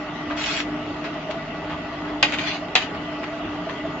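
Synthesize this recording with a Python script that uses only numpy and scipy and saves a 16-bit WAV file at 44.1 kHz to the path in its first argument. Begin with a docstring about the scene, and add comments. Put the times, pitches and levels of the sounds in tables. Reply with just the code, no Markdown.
"""A slow juicer on a counter in a small room, close to a stereo microphone.
From the start the motor hums, the gears shake the housing, and the screw crunches pulp and knocks dully.
Almost at once a plastic spoon rasps over the holes of the strainer. Just after two seconds it strikes
the steel chute, drags down it with a brief squeal, then strikes the lip and slides off.
The room answers pulp, knocks and spoon with a short tail, and the machine runs on."""
import sys
import numpy as np
from scipy import signal
from scipy.fft import rfft, irfft
from scipy.io import wavfile
from scipy.ndimage import uniform_filter1d

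SR = 44100
rng = np.random.default_rng(int(sys.argv[2]) if len(sys.argv) > 2 else 0)


def dump_mix(stems):
    """Bounce the given channels to the path in sys.argv[1] as a 16-bit WAV at rate SR."""
    frames = np.atleast_2d(stems).T  # one column per channel
    limited = np.clip(frames, -1, 1)  # hard clip at full scale
    pcm = np.round(limited * 32767).astype(np.int16)
    wavfile.write(sys.argv[1], SR, pcm)


N = 176400
SLIPS_PER_S, SLIP_SPREAD_DB = 2400, 1.5

# modes of the steel chute: pitch_hz, relative_db, t60_s
CHUTE_MODES = [(584, -13, .09), (706, -11, 0.13), (843, -8, 0.092), (1100, -9, .07), (1537, -4, 0.088),
               (1911, -2, 0.07), (2100, -12.5, 0.042), (2350, -9, 0.035), (2480, -5.5, 0.088),
               (2797, -8, 0.09), (3520, -11, 0.15), (3860, -6, .05), (4320, -9.5, 0.065), (4910, -7, 0.045),
               (6620, -14.5, 0.07)]
# dense clatter of spoon on steel: frequency_hz, relative_db
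CLATTER_SPECTRUM = [(120, -15.5), (450, -10.5), (800, -5), (1400, -7), (2800, 2), (4000, -10.5),
                    (5300, -25), (7300, -24), (8200, -69.5)]


def amp(db):
    """Decibels to gain."""
    return 10 ** (np.asarray(db) / 20)


def unit(x):
    """Scales to rms 1."""
    return x / np.sqrt(np.mean(x ** 2) + 1e-20)


def bins():
    """Frequencies of a whole-length spectrum."""
    return np.fft.rfftfreq(N, 1 / SR)


def db_at(points, hz):
    """Reads rows of (frequency_hz, level_db) on a log-frequency axis."""
    frequency_hz, level_db = np.transpose(points)
    return np.interp(np.log(hz + 1), np.log(frequency_hz + 1), level_db)


def response(points):
    """Gain at every bin from rows of (frequency_hz, level_db)."""
    return amp(db_at(points, bins()))


def envelope(points, outside_db=None):
    """Gain over time from rows of (time_s, level_db); the ends hold unless outside_db is given."""
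    return amp(np.interp(np.arange(N) / SR, *np.transpose(points), left=outside_db, right=outside_db))


def add(mix, start_s, sound):
    """Mixes a stereo sound in at start_s."""
    part = mix[:, round(start_s * SR):][:, :sound.shape[1]]
    part += sound[:, :part.shape[1]]


def side_share(hz):
    """Stereo width at the microphone as a gain: narrow bass, wide treble."""
    # side against mid: frequency_hz, side_db
    width = [(30, -21), (80, -28.5), (170, -39), (320, -19.5), (700, -13), (1400, -4.5), (2800, -3),
             (5000, 1.5), (7500, 0.5)]
    return amp(db_at(width, hz))


def colour(pair, gain):
    """Filters two unrelated signals into left and right, alike in the bass; rms 1."""
    mid, side = rfft(pair)
    side = side * side_share(bins())
    return unit(irfft(np.array([mid + side, mid - side]) * gain, N))


def noise(gain):
    """Stereo noise with the given spectrum, rms 1."""
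    return colour(rng.standard_normal((2, N)), gain)


def band(hz, width_hz):
    """Noise in one resonance."""
    return noise(1 / (1 + 1j * (bins() - hz) / width_hz) ** 2)


def glide(x, shift_hz):
    """Moves a sound up and down in frequency by shift_hz."""
    return (signal.hilbert(x) * np.exp(2j * np.pi * np.cumsum(shift_hz) / SR)).real


def drift(rate_hz):
    """Slow random movement, rms 1."""
    return unit(irfft(rfft(rng.standard_normal(N)) / (1 + (bins() / rate_hz) ** 4), N))


def clicks(per_s, spread_db):
    """Random clicks of uneven size, each with its own direction."""
    size = amp(spread_db * np.minimum(rng.exponential(1, N), 4))
    angle = rng.uniform(0, 2 * np.pi, N)
    return size * (rng.random(N) < per_s / SR) * np.array([np.cos(angle), np.sin(angle)])


def patchy(x, depth_db, length_s, band_hz):
    """Patches of time and frequency swell and sink at random."""
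    frames = signal.stft(x, nperseg=512)[2]
    hop_s, bin_hz = 256 / SR, SR / 512
    patches = rng.standard_normal(frames.shape[1:])
    patches = uniform_filter1d(patches, max(1, round(band_hz / bin_hz)), axis=0)
    patches = unit(uniform_filter1d(patches, max(1, round(length_s / hop_s)), axis=1))
    return signal.istft(frames * unit(amp(depth_db * patches)))[1][:, :N]


def motor():
    """Magnetic hum, steady in pitch, whose lines waver in strength."""
    # lines of the hum: pitch_hz, relative_db
    lines = [(49.9, -54), (100, -54), (300.05, -36), (400, -56), (1200, -56)]
    # swells and dips of the whole hum: time_s, relative_db
    swells = [(0.0, -34.5), (0.23, -38.5), (0.27, -28.5), (0.52, -38), (0.67, -28.5), (0.98, -39),
              (1.02, -33.5), (1.27, -42.5), (1.76, -32), (1.87, -37), (2.07, -30.5), (2.85, -38.5),
              (3.09, -34.5), (3.36, -40), (3.44, -31), (3.79, -38), (3.85, -30), (4.0, -39.5)]
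    t, out = np.arange(N) / SR, np.zeros((2, N))
    for hz, db in lines:
        skew = np.arctan(side_share(hz)) * np.array([[-.5], [.5]])  # phase between left and right
        strength = amp(db + 0.5) * np.sqrt(2) * (1 + 0.16 * drift(rate_hz=7.1))
        out += strength * np.sin(2 * np.pi * (hz * t + rng.random()) + skew)
    return out * unit(envelope(swells))


def gears():
    """The gears churn, and their faint whine swings in pitch as the load comes and goes once a turn."""
    # gear noise: frequency_hz, relative_db
    spectrum = [(15, -45), (35, -17), (50, -12.5), (70, -8.5), (120, -10.5), (230, -12), (350, -6.5),
                (500, -12.5), (650, -17.5), (780, -8.5), (1040, -12.5), (1240, -13.5), (1670, -20),
                (1940, -13), (2420, -21.5), (2750, -16), (4000, -28), (5300, -34.5), (7300, -43),
                (8200, -83.5)]
    turns_per_s, top_s, swing_hz = 2.83, .255, 18
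    turn = np.cos(2 * np.pi * turns_per_s * (np.arange(N) / SR - top_s))
    churn = patchy(noise(response(spectrum)), depth_db=2.5, length_s=0.053, band_hz=450)
    whine = glide(band(hz=1968, width_hz=6), swing_hz * turn)
    return amp(-36 - 0.1 * turn) * churn + amp(-46.5) * whine


def housing():
    """Shaken by the gears, the housing drones at its resonances."""
    # resonances of the housing: pitch_hz, width_hz, level_db
    resonances = [(155.6, 7.1, -45), (177.5, 5.3, -46.5), (247, 35.6, -42.5), (293.7, 18.4, -43),
                  (395.7, 11, -53.5), (417.8, 9.1, -49), (622.4, 28.4, -41), (667.5, 17, -42),
                  (713, 29, -51.5), (1143.6, 21, -46.5), (1193, 18, -49.5), (1297, 14, -49),
                  (1449, 35, -48.5), (857, 45, -47), (2690, 190, -52)]
    return sum(amp(db) * band(hz, width_hz) for hz, width_hz, db in resonances)


def pulp():
    """Pulp crackles in the screw all along, and at times crunches louder."""
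    # crunching pulp: frequency_hz, relative_db
    spectrum = [(200, -25), (600, 2), (1200, 3.5), (2200, -2), (3300, -8.5), (5000, -20.5), (7400, -34),
                (8000, -77)]
    # louder crunches: start_s, length_s, level_db, tilt_db_per_octave
    crunches = [(0.294, 0.055, -30, -2), (1.039, 0.035, -30.5, 2), (1.137, 0.018, -40, 5),
                (1.302, 0.018, -31, 5.5), (1.692, 0.062, -32.5, -1), (2.044, 0.096, -37.5, -1.5),
                (2.941, 0.024, -31.5, -2), (3.23, 0.018, -26.5, 0.5), (3.688, 0.033, -30.5, -0.5)]
    tone, octaves, rise_s = response(spectrum), np.log2(bins() + 1), .007
    out = amp(-45.5) * colour(clicks(per_s=250, spread_db=2), tone)
    crackle = clicks(per_s=2500, spread_db=1.9)
    for start_s, length_s, db, tilt in crunches:
        age = np.maximum(np.arange(N) / SR - start_s, 0)
        shape = np.minimum(age / rise_s, 1) * np.exp(-(age / length_s) ** 2)
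        out += amp(db) * shape * colour(crackle, tone * amp(tilt * octaves))
    return out


def screw_knocks():
    """The screw knocks in its housing, each time one dull, damped tone in the centre."""
    # knocks: start_s, level_db, pitch_hz, t60_s
    knocks = [(0.274, -27.5, 253, 0.22), (1.291, -16.5, 621, 0.079), (1.352, -25, 660, 0.11),
              (2.615, -25, 629, 0.19), (3.403, -25.5, 688, 0.11), (3.452, -22.5, 312, 0.11),
              (3.668, -21.5, 656, 0.094), (3.85, -20, 640, 0.065)]
    t, out, rise_s = np.arange(SR // 4) / SR, np.zeros((2, N)), 0.004
    for start_s, db, hz, t60 in knocks:
        shape = np.minimum(t / rise_s, 1) * amp(db - 60 * t / t60)
        add(out, start_s, shape * np.sin(2 * np.pi * hz * t) * np.ones((2, 1)))
    return out


def rasp(spectrum):
    """Tiny slips make a rasp whose colour shifts as the spoon travels."""
    slips = colour(clicks(SLIPS_PER_S, SLIP_SPREAD_DB), response(spectrum))
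    return patchy(slips, depth_db=4, length_s=0.042, band_hz=220)


def strainer_scrape():
    """The spoon ticks over the holes of the pulp-damped strainer, whose resonances shift under it."""
    # the spoon's stroke: time_s, level_db
    stroke = [(.35, -60), (.376, -32.5), (.42, -31.5), (.445, -30), (.52, -29), (.575, -32), (.612, -31),
              (.63, -46)]
    # rasp on the strainer: frequency_hz, relative_db
    spectrum = [(400, -31), (850, -4), (1400, 5), (2000, 2), (2700, -0.5), (3500, 0), (4600, -7),
                (6000, -13.5), (7400, -12), (7900, -57.5)]
    # resonances of the strainer: pitch_hz, width_hz, relative_db
    resonances = [(2200, 65, -2), (2550, 54, 1), (2880, 52, -1.5), (3323, 45, 0), (4420, 25, -4.5),
                  (5100, 22, -9.5), (5670, 29, -7), (6860, 95, -12.5)]
    holes_per_s = 300 * (1 + .2 * drift(rate_hz=29.7))
    ticking = unit(amp(0.5 * np.cos(2 * np.pi * np.cumsum(holes_per_s) / SR)))
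    metal = 0
    for hz, width_hz, db in resonances:
        shift_hz = hz * .003 * drift(rate_hz=9)
        metal = metal + amp(db) * glide(band(hz, width_hz), shift_hz)
    return envelope(stroke, outside_db=-120) * ticking * (rasp(spectrum) + amp(-2) * unit(metal))


def spoon_catches():
    """On strainer and chute the spoon catches and lets go with a short clatter."""
    # catches: start_s, level_db
    catches = [(0.44, -20), (.461, -21.5), (0.565, -24), (0.574, -25), (0.602, -20.5), (2.3234, -23.5),
               (2.337, -22.5), (2.342, -22.5), (2.386, -20), (2.392, -25.5), (2.474, -29)]
    t, t60_s = np.arange(N) / SR, 0.04
    snags = sum((t > start_s) * amp(db - 60 * abs(t - start_s) / t60_s) for start_s, db in catches)
    return snags * noise(response(CLATTER_SPECTRUM))


def steel_ring(modes):
    """Steel modes after one impulse, energy 1; high modes reach the two sides out of step."""
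    t = np.arange(SR // 3) / SR
    out = np.zeros((2, len(t)))
    for hz, db, t60 in modes:
        skew = np.arctan(side_share(hz)) * rng.choice([-1, 1]) * np.array([[1], [-1]])
        out += amp(db - 60 * t / t60) * np.sin(2 * np.pi * (hz * t + rng.random()) + skew)
    return unit(out) / np.sqrt(len(t))


def burst(spectrum, t60_s, rise_s=0.0012):
    """The dying puff of noise from one contact, energy 1."""
    t = np.arange(SR // 3) / SR
    shape = np.minimum(t / rise_s, 1) * amp(-60 * t / t60_s)
    return unit(noise(response(spectrum))[:, :len(t)] * shape) / np.sqrt(len(t))


def spoon_blows():
    """Each blow cracks and sets the wet steel ringing; the spoon chatters in quick rebounds."""
    # blows on the chute, then its lip: start_s, ring_db, crack_db, left_minus_right_db
    blows = [(2.2266, 14.5, 5.5, -1.5), (2.753, 14, 8.5, 0)]
    # modes of the lip: pitch_hz, relative_db, t60_s
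    lip_modes = [(748, -1.5, 0.091), (1410, -13.5, 0.1), (1560, -19.5, 0.071), (1770, -14.5, 0.32),
                 (1960, -11, 0.079), (2500, -1, 0.052), (2598, 6, 0.062), (3000, -19, .08),
                 (3200, -9, 0.047), (3420, -6.5, 0.08), (3810, 1.5, 0.053), (4000, -11, .04),
                 (6540, -23, .06)]
    # first crack of a blow: frequency_hz, relative_db
    crack = [(500, -23), (2500, 1), (4200, 6.5), (5800, -1.5), (8000, -18)]
    # contacts and rebounds within the blows: start_s, level_db
    contacts = [(2.2274, 12.5), (2.2315, 8), (2.2482, 3), (2.7535, 8.5), (2.7566, 8.5), (2.7604, 9.5),
                (2.7745, 3)]
    out, ring_rise_s = np.zeros((2, N)), 0.0018
    onset = np.minimum(np.arange(SR // 3) / SR / ring_rise_s, 1)
    for (start_s, ring_db, crack_db, pan_db), modes in zip(blows, (CHUTE_MODES, lip_modes)):
        pan = amp([[pan_db / 2], [-pan_db / 2]])
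        add(out, start_s, pan * amp(crack_db) * burst(crack, t60_s=0.011))
        add(out, start_s, pan * amp(ring_db) * onset * steel_ring(modes))
    for start_s, db in contacts:
        add(out, start_s, amp(db) * burst(CLATTER_SPECTRUM, t60_s=0.045))
    return out


def chute_drag():
    """The spoon rasps down the chute and off its lip; its slips keep the steel ringing."""
    # two strokes, along the chute and off the lip, each in rows of: time_s, level_db
    strokes = [
        [(2.24, -46), (2.275, -32), (2.312, -31.5), (2.344, -28.5), (2.37, -39.5), (2.39, -28.5), (2.428, -31),
         (2.482, -29.5), (2.515, -31), (2.566, -33), (2.61, -67)],
        [(2.765, -24), (2.80, -34), (2.828, -26.5), (2.85, -37), (2.89, -55.5)],
    ]
    # rasp on the chute: frequency_hz, relative_db
    spectrum = [(400, -21), (750, 1), (1270, -7), (2000, -1), (2800, -0.5), (3700, -9), (4800, -12),
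                (5400, -27), (6100, -21), (7400, -27.5), (7950, -68)]
    force = sum(envelope(stroke, outside_db=-120) for stroke in strokes)
    rubbing = force * rasp(spectrum)
    slips = force * unit(clicks(SLIPS_PER_S, SLIP_SPREAD_DB))[:1]
    ringing = signal.fftconvolve(slips, steel_ring(CHUTE_MODES), axes=1)[:, :N]
    return rubbing + amp(-9.5) * ringing


def chute_squeal():
    """Dragged hard along the chute, the spoon briefly squeals."""
    # bands of the squeal: pitch_hz, width_hz, relative_db
    bands = [(2750, 80, -6.5), (2970, 87, -3.5), (3440, 30, -2), (4200, 25, -5), (4530, 99, -6),
             (5870, 160, -13.5)]
    t, peak_s, width_s = np.arange(N) / SR, 2.487, 0.029
    squeal = unit(sum(amp(db) * band(hz, width_hz) for hz, width_hz, db in bands))
    return amp(-28.5) * squeal * np.exp(-((t - peak_s) / width_s) ** 2)


def room(x, t60_s=0.15, level_db=-5, gap_s=.003):
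    """The small room returns a short diffuse tail."""
    t = np.arange(SR // 2) / SR
    tail = noise(1)[:, :len(t)] * amp(-60 * t / t60_s) * (t > gap_s)
    return amp(level_db) * signal.fftconvolve(x, unit(tail) / np.sqrt(len(t)), axes=1)[:, :N]


def scene():
    """Machine, spoon and room at the close microphone, each side of which has its own colour."""
    # balance of the microphone: frequency_hz, left_minus_right_db
    balance = [(300, -.1), (700, -.6), (1550, -.7), (2200, 2.2), (2700, 1.2), (3400, 4.5), (4200, -.5),
               (5900, 0), (7200, -7)]
    screw = pulp() + screw_knocks()
    scrapes = strainer_scrape() + chute_drag() + chute_squeal() + spoon_catches()
    spoon = scrapes * amp([[0.17], [-0.17]]) + spoon_blows()  # scrapes sit a touch to the left
    mix = motor() + gears() + housing() + screw + spoon + room(spoon + screw)
    sides = amp(db_at(balance, bins()) * np.array([[.5], [-.5]]))
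    return irfft(rfft(mix) * sides, N)


def record(dry):
    """The highest peaks are rounded, then the top treble is cut off."""
    ceiling, cutoff_hz = .8, 7850
    rounded = dry / (1 + (dry / ceiling) ** 6) ** (1 / 6)
    lowpass = signal.firwin(301, cutoff_hz, window=("kaiser", 8), fs=SR)
    return signal.oaconvolve(rounded, lowpass[None], "same")


dry = scene()
out = record(dry)
dump_mix(out)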